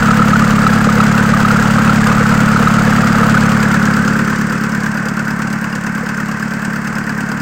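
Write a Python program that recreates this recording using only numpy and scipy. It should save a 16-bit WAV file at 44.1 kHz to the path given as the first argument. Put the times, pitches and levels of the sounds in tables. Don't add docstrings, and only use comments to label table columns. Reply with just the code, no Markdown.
import sys
import numpy as np
from scipy import signal
from scipy.fft import rfft, irfft, next_fast_len
from scipy.io import wavfile
from scipy.ndimage import uniform_filter1d

SR = 44100
rng = np.random.default_rng(int(sys.argv[2]) if len(sys.argv) > 2 else 0)


def decibels_to_gain(level_db):
    exponent = np.asarray(level_db, float) / 20
    return 10 ** exponent


def store_wav(level_fs):
    pcm = np.round(np.clip(np.atleast_2d(level_fs), -1, 1) * 32767)
    wavfile.write(sys.argv[1], SR, pcm.T.astype(np.int16))


N = 326781
SECONDS = np.arange(N) / SR
FIRING_HZ = 35.84

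# start_s, lead_firings
CRANK_LEAD = [(0.06, -0.441), (0.508, -0.466), (0.956, -0.554), (1.18, -0.546), (1.516, -0.567),
              (1.852, -0.561), (2.188, -0.512), (3.5, -0.417), (3.7, -0.428), (4.092, -0.489),
              (4.6, -0.501), (4.876, -0.547), (5.15, -0.545), (5.45, -0.501), (5.95, -0.594),
              (6.22, -0.592), (6.76, -0.624), (7.41, -0.548)]
# start_s, nearness_0_1
NEARNESS = [
    (0, 0.87),
    (3.3, 0.83),
    (4.1, 0.32),
    (5.1, 0.1),
    (7.41, 0.06),
]
# start_s, level_db
RETREAT = [(0, -0.5), (.7, -0.9), (1.5, -0.4), (2, -0.5), (2.6, -0.5), (3.35, -0.5), (3.7, -2), (4, -3),
           (4.6, -7), (5, -8.5), (5.4, -8.5), (5.8, -10), (7.41, -9.5)]
# start_s, share_0_1, delay_ms
WING_ECHO = [
    (0, 0, 0.9),
    (3.6, 0.05, 0.68),
    (4.1, 0.5, 0.69),
    (4.65, 0.45, 0.68),
    (5.0, 0.15, 0.8),
    (5.8, 0.25, 0.84),
    (7.41, 0.2, 0.8),
]

# pitch_hz, t60_s
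PIPE_NEAR = [(146, 0.25), (174, 0.142), (195, 0.222), (214, 0.25), (276, 0.102)]
PIPE_FAR = [(145, 0.25), (177, 0.226), (209, 0.25), (194, 0.25), (261, 0.117)]
# place_firings, then level_db into each pipe mode
PUFFS_NEAR = [(0.813, -4.0, 6.3, -5.0, -1.2, -22.2), (1.847, -3.1, -7.2, 3.5, 0.7, -3.1),
              (2.798, -2.0, 10.8, 0.6, 0.7, -6.7), (3.862, -1.1, -30.5, -5.4, 4.6, -30.5)]
PUFFS_FAR = [(0.802, -4.6, 1.8, 7.4, -7.0, -4.6), (1.799, -3.3, -3.8, -8.9, -3.3, 2.3),
             (2.784, -6.6, 4.6, 5.2, 4.6, -30.5), (3.845, -4.1, -30.5, 1.9, -30.5, -30.5)]
# firing_order, place_firings, level_db
PIPE_OVERTONES = [(2, .32, -29), (9, 0.047, -20), (12, .005, -21.5)]
WING_OVERTONES = [(11, .029, 0), (14, .0136, 0), (15, .006, -2)]
MOUNT_ROCKING = [(3, 0.1, -2)]
PANEL_SWAY = [(1, 0.71, 0), (1.75, .314, -9), (2, 0.325, -8), (2.25, .44, -4), (2.5, 0.285, -9),
              (2.75, .156, -7), (3.25, .237, -5), (6.75, .005, -2), (7, 0.056, -3)]

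# place_firings, near_db, far_db
KNOCKS = [(.3, 13.5, 11.5), (.85, -7, 18), (1.3, 9, 5), (1.65, 8.5, 18), (2.35, 9.5, 12.5), (2.7, 4, 10.5),
          (3.3, 9, 11), (3.65, -18, 10.5)]
# pitch_hz, width_hz, level_db
BLOCK_NEAR = [(481.7, 57, 1), (1310, 202, 3), (1620, 280, -12), (2560, 200, -13)]
BLOCK_FAR = [(524, 250, -4.5), (1095, 126, 6), (1515, 82, 13.5), (1824, 237, 5.5), (2598, 53, 2.5)]
# pitch_hz, level_db_per_hz
ROAR_NEAR = [(160, -26), (280, -1), (376, -9), (475, -6), (772, -3), (1010, -5), (1370, 1.5), (1800, -4),
             (3500, -24), (4550, -55), (7700, -120)]
ROAR_FAR = [(160, -13), (280, 5), (369, -2.5), (485, 3.5), (625, -1), (1200, 2), (1550, 3), (2220, -3),
            (3500, -71), (4550, -55), (7700, -120)]
WALLS_NEAR = [1240, 1310, 1378, 1480, 1620]
WALLS_FAR = [1420, 1514, 1544, 1620, 1763]
# start_s, peak_db, pitch_hz
HARD_KNOCKS = [(0.024, -1, 1390), (0.0514, -5, 1320), (0.0853, -1, 1310), (0.108, 1.5, 1294),
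               (0.193, 0, 1285), (0.2183, 3, 1310), (0.333, 4, 1310), (0.357, 1, 1470), (0.4195, 0.5, 1260),
               (0.6656, 5.5, 1307), (0.812, -8, 1290), (0.889, 0.5, 1254), (1.0014, 3.5, 1310),
               (1.1143, -5, 1240), (1.3374, 0, 1240), (1.4492, 2.5, 1277), (1.504, 1.5, 1390),
               (1.5617, -2.5, 1400), (1.782, -1, 1310), (1.8934, 2.5, 1360), (1.92, -7, 1360),
               (2.1137, 0.5, 1210), (2.338, -2.5, 1320), (2.5602, 0.5, 1320), (2.672, 4.5, 1290),
               (2.784, -3, 1340), (2.9823, -3, 1290), (3.289, -5, 1370), (3.3433, 0.5, 1290),
               (3.596, -2.5, 1450)]
DISTANT_KNOCKS = [(3.6536, 0, 1670), (3.7353, -2, 1490), (3.764, -5, 1620), (3.875, -4, 1690),
                  (3.9876, -13, 1370), (4.1545, -3, 1570), (4.275, -5, 1310), (4.6143, -10, 1350),
                  (4.8645, -2, 1594), (5.0617, -10, 1535), (5.2, -6.5, 1480), (5.2713, -4, 1480),
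                  (5.728, -9, 1530), (5.8432, -8, 1530), (6.0914, -15, 1500), (6.286, -7, 1130),
                  (6.4265, -7, 1530)]
# start_s, peak_db
SUMP_THUDS = [(0.193, -12), (0.288, -15.5), (0.615, -19), (0.756, -18), (0.867, -16), (0.962, -16),
              (1.188, -19), (1.52, -17), (2.206, -16), (2.874, -13), (3.204, -19), (5.053, -25),
              (6.029, -21.5)]

# place_firings, near_db, far_db
TICKS = [(.62, 8.5, 12), (1.1, -1, -27), (1.62, 10, 15.5), (2.05, 4, -4), (2.62, 3, 2.5), (3.35, 5.5, -12),
         (3.62, 4.5, 8)]
# pitch_hz, level_db_per_hz
GEAR_NEAR = [(1410, -21), (2400, -1), (2600, -3), (3070, -5), (3670, -8), (4820, -6.5), (5630, -11.5),
             (6170, -8), (7810, -8), (9500, -23.5), (12400, -70), (20900, -120)]
GEAR_FAR = [(1410, 2), (2400, -7), (2690, 0.5), (3700, -19), (4490, -8.5), (4900, -5), (5340, -5.5),
            (6800, -7), (8180, -6.5), (9500, -19), (12400, -56), (20900, -120)]
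TAPPET_PARTS = [2650, 4790, 4790, 5120, 6210, 6980, 8280]
ROCKERS = [2375, 2560, 2604, 2790]
# start_s, peak_db, pitch_hz
ROCKER_CHIRPS = [(0.59, -23, 2550), (1.1772, -22, 2650), (1.8761, -13, 2610), (2.0991, -18, 2560),
                 (3.3795, -20, 2490), (3.4915, -27, 2400), (3.768, -17, 2550), (5.3053, -26, 2400),
                 (5.7264, -22, 2790), (6.286, -24, 2790)]
# start_s, peak_db
TAPPET_PINGS = [(3.2944, -17), (3.9384, -9), (4.4962, -15), (5.0838, -15), (5.6416, -22), (6.535, -16),
                (7.0933, -14), (7.3163, -16)]
# place_firings, near_db, far_db
SPITS = [(.58, 12, 22), (1.03, 14, 9), (1.57, 12, 25), (2.03, 2, 4), (2.55, 0, 12), (3.3, -2, -4),
         (3.6, 13, 18)]
# pitch_hz, level_db_per_hz
SPIT_SPECTRUM = [(8000, -25), (9300, -37), (10000, 0.5), (11300, 1.5), (12500, 8), (15000, 9), (15800, 7)]

# pitch_hz, width_hz, level_db
COVER = [(1551, 16, 0)]
# pitch_hz, level_db_per_hz
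FLOW_RUMBLE = [(15, -60), (30, -45), (55, -38), (90, -18.5), (200, -8), (260, -6), (330, -34), (600, -120)]
FAN_BUFFET = [(10, -6), (25, 0), (45, -8), (70, -8), (110, -30), (300, -120)]


def exhaust_note(level_db):
    near = nearness()
    size_db = 0.8 * rng.standard_normal((4, 70))
    close = pipe_ring(PUFFS_NEAR, PIPE_NEAR, 0.0051, size_db)
    afar = pipe_ring(PUFFS_FAR, PIPE_FAR, 0.0037, size_db)
    overtones = decibels_to_gain(-3.5 - 3.9 * near) * orders(PIPE_OVERTONES)
    mirrored = decibels_to_gain(-9) * curves(WING_ECHO)[0] ** 2 * orders(WING_OVERTONES)
    return decibels_to_gain(level_db + 0.28) * (near * close + (1 - near) * afar + overtones + mirrored)


def pipe_ring(puffs, pipe, rise_s, size_db):
    t = SECONDS[:SR // 3]
    drive = np.zeros((len(pipe), N))
    for (place, *mode_db), luck_db in zip(puffs, size_db):
        at = moments(place, jitter_s=0)
        drive[:, at] = decibels_to_gain(np.array(mode_db)[:, None] + luck_db[:len(at)])
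    swell = 1 - np.exp(-t / rise_s)
    modes = [np.sin(2 * np.pi * hz * t) * decibels_to_gain(-60 * t / t60) * swell for hz, t60 in pipe]
    note = signal.fftconvolve(drive, modes, axes=1)[:, :N].sum(0)
    return unit(filtered(note, bass_cut(60)))


def block_noise(level_db):
    bursts_in = bursts(KNOCKS, scatter_db=4, rise_s=0.0045, t60_s=0.062, rest_db=-29, jitter_s=0.00029)
    knock = by_distance(bursts_in, body(BLOCK_NEAR), body(BLOCK_FAR))
    roar = by_distance(rng.standard_normal(N), shape(ROAR_NEAR), shape(ROAR_FAR))
    noise = filtered(decibels_to_gain(-5.5) * (knock + roar), bass_cut(190))
    return decibels_to_gain(level_db) * wing_echo(noise)


def wing_echo(x):
    share, delay_ms = curves(WING_ECHO)
    dull = filtered(x, lambda hz: 1 / (1 + (hz / 1190) ** 4))
    echo = np.interp(SECONDS - delay_ms / 1000, SECONDS, dull)
    return (x + share * echo) / np.sqrt(1 + share ** 2)


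def block_walls(level_db):
    walls = clinks(KNOCKS, WALLS_NEAR, WALLS_FAR, spread=0.03, swell_s=0.0026, scatter_db=1.8)
    liners = clinks(KNOCKS, WALLS_NEAR, WALLS_FAR, spread=0.025, swell_s=0.0036, scatter_db=0.5)
    return decibels_to_gain(level_db - 10) * walls + decibels_to_gain(level_db - 7.5) * liners


def hard_blows():
    close = rings([(*row, 0.0027) for row in HARD_KNOCKS], trim_db=-5.5)
    distant = rings([(*row, 0.0027) for row in DISTANT_KNOCKS], trim_db=-9)
    thuds = strikes(SUMP_THUDS, pitch_hz=488, swell_s=0.0055, trim_db=0.5)
    return close + distant + thuds


def mount_shake(loss_db):
    rocking = decibels_to_gain(-20 + 2.05 * loss_db) * orders(MOUNT_ROCKING)
    sway = decibels_to_gain(-31.5 + 1.3 * loss_db) * orders(PANEL_SWAY)
    return rocking + sway


def valve_gear(level_db):
    noise = bursts(TICKS, scatter_db=3, rise_s=0.0018, t60_s=0.039, rest_db=-1, jitter_s=0.0012)
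    ticks = by_distance(noise, shape(GEAR_NEAR), shape(GEAR_FAR))
    parts = np.zeros(N)
    for _ in range(3):
        parts += clinks(TICKS, TAPPET_PARTS, TAPPET_PARTS, spread=0.03, swell_s=0.0023, scatter_db=9)
    rockers = clinks(KNOCKS, ROCKERS, ROCKERS, spread=0.021, swell_s=0.0046, scatter_db=12)
    chirps = rings([(*row, 0.0035) for row in ROCKER_CHIRPS], trim_db=-4.5)
    pings = strikes(TAPPET_PINGS, pitch_hz=4840, swell_s=0.0013, trim_db=-11)
    steady = decibels_to_gain(level_db + 0.93) * ticks + decibels_to_gain(level_db - 14.5) * parts + decibels_to_gain(level_db - 20) * rockers
    return steady + chirps + pings


def injector_spits(level_db):
    spits = bursts(SPITS, scatter_db=1.6, rise_s=0.0015, t60_s=0.04, rest_db=-5, jitter_s=0.0005)
    return decibels_to_gain(level_db - 10.5) * unit(filtered(spits, shape(SPIT_SPECTRUM)))


def singing_cover(level_db):
    tone = unit(filtered(rng.standard_normal(N), body(COVER)))
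    return decibels_to_gain(level_db - 9) * (1 - nearness()) ** 4 * tone


def moving_air(level_db):
    rumble = unit(filtered(rng.standard_normal(N), shape(FLOW_RUMBLE)))
    buffet = nearness() ** 3 * unit(filtered(rng.standard_normal(N), shape(FAN_BUFFET)))
    return decibels_to_gain(level_db - 13.5) * rumble + decibels_to_gain(level_db - 19) * buffet


def bursts(table, scatter_db, rise_s, t60_s, rest_db, jitter_s):
    near, t = nearness(), SECONDS[:SR // 8]
    kicks = np.zeros(N)
    for place, near_db, far_db in table:
        at = moments(place, jitter_s)
        luck = rng.standard_normal(len(at)).clip(-1.4, 1.4)
        kicks[at] = decibels_to_gain(far_db + (near_db - far_db) * near[at] + scatter_db * luck)
    decay = decibels_to_gain(-60 * t / t60_s) * (1 - np.exp(-t / rise_s))
    envelope = signal.fftconvolve(kicks, decay)[:N] + decibels_to_gain(rest_db)
    return envelope / np.sqrt(uniform_filter1d(envelope ** 2, SR // 3)) * rng.standard_normal(N)


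def clinks(table, near_hz, far_hz, spread, swell_s, scatter_db):
    near, rows = nearness(), []
    for place, near_db, far_db in table:
        at = moments(place, jitter_s=0.0009)
        part = rng.integers(len(near_hz), size=len(at))
        heard_near = rng.random(len(at)) < near[at]
        pitch_luck, level_luck = rng.standard_normal((2, len(at)))
        hz = np.where(heard_near, np.take(near_hz, part), np.take(far_hz, part))
        hz = hz * np.exp(spread * pitch_luck)
        db = far_db + (near_db - far_db) * near[at] + scatter_db * 2 * np.tanh(level_luck / 2)
        rows += zip(at / SR, db, hz, np.full(len(at), swell_s))
    out = rings(rows, trim_db=0)
    return out / np.sqrt(uniform_filter1d(out ** 2, SR // 2))


def rings(rows, trim_db):
    out = np.zeros(N + SR)
    for s, db, hz, swell_s in rows:
        t = SECONDS[:int(10 * swell_s * SR)]
        swell = t / swell_s * np.exp(1 - t / swell_s)
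        out[round(s * SR):][:len(t)] += decibels_to_gain(db + trim_db) * swell * np.sin(2 * np.pi * hz * t)
    return out[:N]


def strikes(rows, pitch_hz, swell_s, trim_db):
    return rings([(s, db, pitch_hz, swell_s) for s, db in rows], trim_db)


def orders(table):
    turn = firings()
    return sum(np.sqrt(2) * decibels_to_gain(db) * np.sin(2 * np.pi * k * (turn - place)) for k, place, db in table)


def firings():
    return FIRING_HZ * SECONDS + curves(CRANK_LEAD)[0]


def moments(place, jitter_s):
    count = np.arange(-1, 69) * 4 + place
    s = np.interp(count, firings(), SECONDS, left=-1, right=-1)
    s = s + jitter_s * rng.standard_normal(len(count))
    return (s[s > 0] * SR).astype(int).clip(0, N - 1)


def by_distance(x, near_response, far_response):
    near = nearness()
    close, afar = unit(filtered(x, near_response)), unit(filtered(x, far_response))
    return np.sqrt(near) * close + np.sqrt(1 - near) * afar


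def nearness():
    return np.clip(curves(NEARNESS)[0], 0, 1)


def curves(rows):
    s, *cols = np.transpose(rows)
    return [np.interp(SECONDS, s, c) for c in cols]


def unit(x):
    return x / np.sqrt(np.mean(x ** 2) + 1e-20)


def filtered(x, response):
    m = next_fast_len(N + SR // 2)
    return irfft(rfft(x, m) * response(np.fft.rfftfreq(m, 1 / SR)), m)[:N]


def bass_cut(corner_hz):
    return lambda hz: hz ** 4 / (hz ** 4 + float(corner_hz) ** 4)


def shape(points):
    f, db = np.transpose(points)
    return lambda hz: decibels_to_gain(np.interp(np.log(hz + 1), np.log(f + 1), db))


def body(modes):
    def response(f):
        total = 0
        for k, (centre, width, db) in enumerate(modes):
            total = total + (-1) ** k * decibels_to_gain(db) * 1j * f * width / (centre ** 2 - f * f + 1j * f * width)
        return total
    return response


def scene():
    loss_db, = curves(RETREAT)
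    pipe_db = -10 + 1.05 * loss_db
    block_db = -15 + 0.82 * loss_db
    gear_db = -30.5 + 0.57 * loss_db
    engine = exhaust_note(pipe_db) + block_noise(block_db) + block_walls(block_db) + hard_blows()
    rattle = mount_shake(loss_db) + valve_gear(gear_db) + injector_spits(gear_db)
    background = singing_cover(block_db) + moving_air(pipe_db)
    return (engine + rattle + background)[None]


def low_pass(x):
    return signal.sosfilt(signal.butter(12, 16750, fs=SR, output="sos"), x)


def record(dry):
    held = dry / (1 + np.abs(dry / 0.74) ** 5) ** (1 / 5)
    mix = filtered(held[0], lambda hz: hz < 15830)[None]
    return low_pass(mix)


dry = scene()
out = record(dry)
store_wav(out)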